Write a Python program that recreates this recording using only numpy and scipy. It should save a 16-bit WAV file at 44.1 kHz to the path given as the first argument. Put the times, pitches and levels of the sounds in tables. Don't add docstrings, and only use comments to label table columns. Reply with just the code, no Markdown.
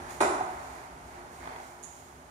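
import sys
import numpy as np
from scipy import signal
from scipy.fft import rfft, irfft, next_fast_len
from scipy.io import wavfile

SR = 44100
rng = np.random.default_rng(int(sys.argv[2]) if len(sys.argv) > 2 else 0)


def gain_from_db(level_db):
    decades = np.asarray(level_db, float) / 20
    return 10 ** decades


def to_wav(s):
    ch = np.atleast_2d(s).T
    pcm = np.round(np.clip(ch, -1, 1) * 32767)
    wavfile.write(sys.argv[1], SR, pcm.astype(np.int16))


N = 101429
SIZE = next_fast_len(2 * N)


def at_hz(points, hz):
    p = np.array(points)
    return np.interp(np.log(np.maximum(hz, 1)), np.log(p[:, 0]), p[:, 1])


def rms_one(x):
    return x / np.sqrt(np.mean(x ** 2))


def colour(x, db_of_hz):
    hz = np.arange(SIZE // 2 + 1) * SR / SIZE
    cepstrum = irfft(db_of_hz(hz) * np.log(10) / 20, SIZE)
    cepstrum[1:SIZE // 2] *= 2
    cepstrum[SIZE // 2 + 1:] = 0
    response = np.exp(rfft(cepstrum))
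    return irfft(rfft(x, SIZE) * response, SIZE)[..., :N]


def clicks(rows):
    out = np.zeros(N)
    for s, db in rows:
        out[int(s * SR)] += gain_from_db(db)
    return out


def ring(x, modes):
    out = 0
    for k, (hz, db, t60) in enumerate(modes):
        radius = gain_from_db(-60 / (t60 * SR))
        angle = 2 * np.pi * hz / SR
        gain = (-1) ** k * gain_from_db(db) * np.sin(angle)
        poles = [1, -2 * radius * np.cos(angle), radius * radius]
        out = out + signal.lfilter([0, gain], poles, x + 1e-18)
    return out


CONTACT_HZ = 3560

# t/s, level/dB
KNOCKS = [
    (0.2043, -12),
]
# f/Hz, level/dB, T60/s
HEAD_MODES = [(231.5, -20.5, 0.058), (356.3, 2, 0.048), (399, 0, 0.035), (597, 1.5, 0.027),
              (747, -2, 0.034), (840, 2, 0.02), (1052, -0.5, 0.025), (1265, -0.5, 0.016),
              (1515, -1.5, 0.011), (1964, -4.5, 0.014), (2417, -5, 0.011), (2830, -7.5, 0.0065),
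              (3994, -12, 0.025)]


def knock():
    push = signal.lfilter(*signal.butter(2, CONTACT_HZ, fs=SR), clicks(KNOCKS))
    crack = push * gain_from_db(-20)
    blow = ring(push, HEAD_MODES) * gain_from_db(-12) + crack
    return signal.sosfilt(signal.butter(2, 160, "high", fs=SR, output="sos"), blow)


# t/s, level/dB
RATTLE = [
    (0.2043, -35),
    (0.2095, -32),
    (0.2125, -31),
    (0.2155, -32),
]


def rattle():
    t60_s, low_hz, high_hz = 0.015, 2600, 10940
    decay = signal.lfilter([1], [1, -gain_from_db(-60 / (t60_s * SR))], clicks(RATTLE))
    bursts = decay * rng.standard_normal(N)
    band = signal.butter(3, [low_hz, high_hz], "band", fs=SR, output="sos")
    return gain_from_db(0.5) * signal.sosfilt(band, bursts)


# t/s, pressure as drag level/dB, speed as swish level/dB
STROKE = [(0, -49.5, -74), (.06, -50, -67), (.11, -46, -49.5), (.18, -52, -55.5), (.45, -52, -62),
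          (.68, -50, -58), (.85, -52.5, -62.5), (.95, -58, -88), (1.08, -58.5, -62.5), (1.17, -51, -65),
          (1.24, -55.5, -92), (1.33, -59, -60), (1.45, -47, -61), (1.559, -49, -62), (1.67, -55, -57.5),
          (1.78, -57.5, -64), (2.0, -59.5, -59), (2.3, -64, -73)]
# f/Hz, level/dB per Hz
DRAG = [(120, -12.5), (300, -6.5), (800, 2.5), (1500, -5), (2200, -4), (3000, -21.5), (4500, -16.5),
        (8000, -40)]
# f/Hz, level/dB per Hz
SWISH = [(1500, -32), (3000, 4), (5000, 2.5), (7000, 4), (10000, 0.5), (13000, 2.5), (15000, 14.5),
         (17000, -28)]


def cloth():
    grains_per_s, grain_spread_db = 2500, 2.5
    squeak_hz, squeak_db, squeak_peak_s, squeak_s = 1736, -63, .1, .09
    s, drag_db, swish_db = np.transpose(STROKE)
    t = np.arange(N) / SR
    struck = rng.random((2, N)) < grains_per_s / SR
    grains = struck * gain_from_db(grain_spread_db * np.minimum(rng.exponential(1, (2, N)), 3))
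    grains = rms_one(grains * rng.choice([-1, 1], (2, N))) + .8 * rng.standard_normal((2, N))
    drag = rms_one(colour(grains, lambda hz: at_hz(DRAG, hz)))
    drag = drag * gain_from_db(np.interp(t, s, drag_db))
    swish = rms_one(colour(rng.standard_normal((2, N)), lambda hz: at_hz(SWISH, hz)))
    swish = swish * gain_from_db(np.interp(t, s, swish_db))
    swell = np.exp(-((t - squeak_peak_s) / squeak_s) ** 2)
    squeak = gain_from_db(squeak_db) * np.sin(2 * np.pi * squeak_hz * t) * swell
    return ports(*(drag + swish + squeak))


# t/s, level/dB
CATCHES = [(1.44, -45), (1.456, -40), (1.474, -35), (1.521, -41), (1.561, -36), (1.6, -38)]
# f/Hz, level/dB, T60/s
SEAM_MODES = [(680, 0, .018), (980, -1, .015), (1500, -5, .012), (2100, -5, .012), (3400, -9, .008)]
# t/s, level/dB
REBOUND = (0.4075, -23)
# f/Hz, level/dB, T60/s
REBOUND_MODES = [(740, 0, .04), (960, -12, .03)]


def catches():
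    soft = signal.butter(1, CONTACT_HZ, fs=SR)
    seams = ring(signal.lfilter(*soft, clicks(CATCHES)), SEAM_MODES)
    rebound = ring(signal.lfilter(*soft, clicks([REBOUND])), REBOUND_MODES)
    return seams + rebound


# t/s, level/dB
TICK = (1.8289, -12.5)
# lower f/Hz, upper f/Hz, level/dB
JOINT = [(6400, 7400, 0), (8300, 10500, -10), (2000, 6000, -17)]


def tick():
    out = 0
    for low_hz, high_hz, db in JOINT:
        band = signal.butter(2, [low_hz, high_hz], "band", fs=SR, output="sos")
        out = out + gain_from_db(db) * signal.sosfilt(band, clicks([TICK]) + 1e-18)
    return out


# f/Hz, share/1
LIKENESS = [(60, .99), (130, .9), (350, .94), (640, .5), (1400, .38), (3000, .25), (7000, .15), (15000, .1)]
# f/Hz, lag/s
LEFT_LAG_S = [(100, .00005), (600, .00012), (1400, .00034), (15000, .00032)]


def ports(a, b):
    hz = np.arange(SIZE // 2 + 1) * SR / SIZE
    alike = at_hz(LIKENESS, hz)
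    delay = np.exp(-2j * np.pi * hz * at_hz(LEFT_LAG_S, hz))
    left = alike * rfft(a, SIZE) * delay + np.sqrt(1 - alike ** 2) * rfft(b, SIZE)
    return np.array([irfft(left, SIZE)[:N], a])


# f/Hz, T60/s
DECAY = [(100, 1.2), (300, 0.66), (700, 0.86), (1400, 1.12), (2500, .8), (5000, 0.6), (8000, 0.69),
         (12000, 0.28)]


def room(x, echoes, tail_db):
    hall_db, hall_t60_s, rise_s, echo_spread_s = -56.5, 3.1, .008, .0004
    t = np.arange(N) / SR
    edges = 60 * 2 ** np.arange(0, 8.3, .5)
    white = rng.standard_normal((2, 2, N))
    hall = gain_from_db(hall_db - 60 * t / hall_t60_s)
    tail = 0
    for k, (low, high) in enumerate(zip(edges, edges[1:])):
        half_octave = signal.butter(2, [low, high], "band", fs=SR, output="sos")
        band = signal.sosfilt(half_octave, white[k % 2])
        t60 = at_hz(DECAY, np.sqrt(low * high))
        tail = tail + band * (gain_from_db(tail_db - 60 * t / t60) + hall * (t60 / 0.72) ** 2)
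    reflected = np.arange(len(echoes)) > 0
    lags = LEFT_LAG_S[-1][1] - echo_spread_s * rng.random(len(echoes)) * reflected
    left = clicks([(s + .0002 + lag, db) for (s, db), lag in zip(echoes, lags)])
    right = clicks([(s + .0002, db) for s, db in echoes])
    answer = ports(*(tail * (1 - np.exp(-t / rise_s)))) + [left, right]
    return irfft(rfft(answer, SIZE) * rfft(x, SIZE), SIZE)[:, :N]


# f/Hz, level/dB per Hz
AIR = [(25, -35), (60, 1.5), (100, -2.5), (260, -12.5), (800, -7.5), (2000, -19.5), (4000, -28),
       (15000, -35)]
# f/Hz, width/Hz, level/dB
HUM = [(64.7, 19, -62), (159.6, 16, -65), (256.8, 16, -62.5), (354.8, 9.4, -64)]
# t/s, level/dB
AIR_SWELL = [(0, 5.5), (.7, 1), (1.5, 1), (1.8, -3), (2.3, -2.5)]


def air():
    out = gain_from_db(-52.5) * rms_one(colour(rng.standard_normal((2, N)), lambda hz: at_hz(AIR, hz)))
    white = rng.standard_normal((2, N + SR))
    for hz, width_hz, db in HUM:
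        out = out + gain_from_db(db) * rms_one(ring(white, [(hz, 0, 3.2 / width_hz)])[:, SR:])
    return ports(*out) * gain_from_db(np.interp(np.arange(N) / SR, *np.transpose(AIR_SWELL)))


# delay t/s, level/dB
ECHOES = [(0, -2), (.0025, 0), (.0058, -1), (.0095, -3), (.0178, -1), (.027, -3), (.043, -6)]
# delay t/s, level/dB
RATTLE_ECHOES = [(0, 0), (.0025, -4), (.0095, -7), (.0178, -9)]
# delay t/s, level/dB
TICK_ECHOES = [(0, -8), (.0027, -9), (.006, -11), (.0077, 0), (.0113, -5), (.0137, -10), (.0157, -5),
               (.0218, -6), (.0265, -11)]


def scene():
    near = room(knock(), ECHOES, -24) + room(rattle(), RATTLE_ECHOES, -27.5)
    far = room(catches(), RATTLE_ECHOES[:2], -37.5) + room(tick(), TICK_ECHOES, -26)
    return near + far + cloth() + air()


# f/Hz, level/dB
LEFT_PORT = [(900, -.5), (1400, -6), (2200, -4), (3200, 1), (5000, -4), (7000, -12), (9800, -16),
             (12500, -2)]
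# f/Hz, level/dB
RIGHT_PORT = [(100, -0.5), (1500, 7), (3200, 1.5), (5000, 3.5), (7000, 11), (9500, 9.5), (11500, 3.5),
              (15000, -11.5)]
# f/Hz, width/Hz, depth/dB
DIPS = [(524, 44.4, -7.5), (7830, 335, -7.5)]


def microphones(dry):
    def dips(hz):
        return sum(db * np.exp(-((hz - dip_hz) / width_hz) ** 2) for dip_hz, width_hz, db in DIPS)

    dry = signal.sosfilt(signal.butter(3, 40, "high", fs=SR, output="sos"), dry)
    whine = gain_from_db(-77.5) * rms_one(ring(rng.standard_normal(N), [(11700, 0, .03)]))
    left = whine + colour(dry[0], lambda hz: at_hz(LEFT_PORT, hz) + at_hz(RIGHT_PORT, hz) + dips(hz))
    right = colour(dry[1], lambda hz: at_hz(RIGHT_PORT, hz) + dips(hz))
    hiss_band = signal.butter(1, [2000, 12000], "band", fs=SR)
    hiss = gain_from_db(-66) * signal.lfilter(*hiss_band, rng.standard_normal((2, N)))
    top = signal.ellip(12, .5, 60, 15770, fs=SR, output="sos")
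    return signal.sosfilt(top, np.array([left, right]) + hiss)


def roll_off(x):
    return signal.sosfilt(signal.butter(12, 15780, fs=SR, output="sos"), x)


def record(dry):
    mix = microphones(dry)
    return roll_off(mix)


dry = scene()
out = record(dry)
to_wav(out)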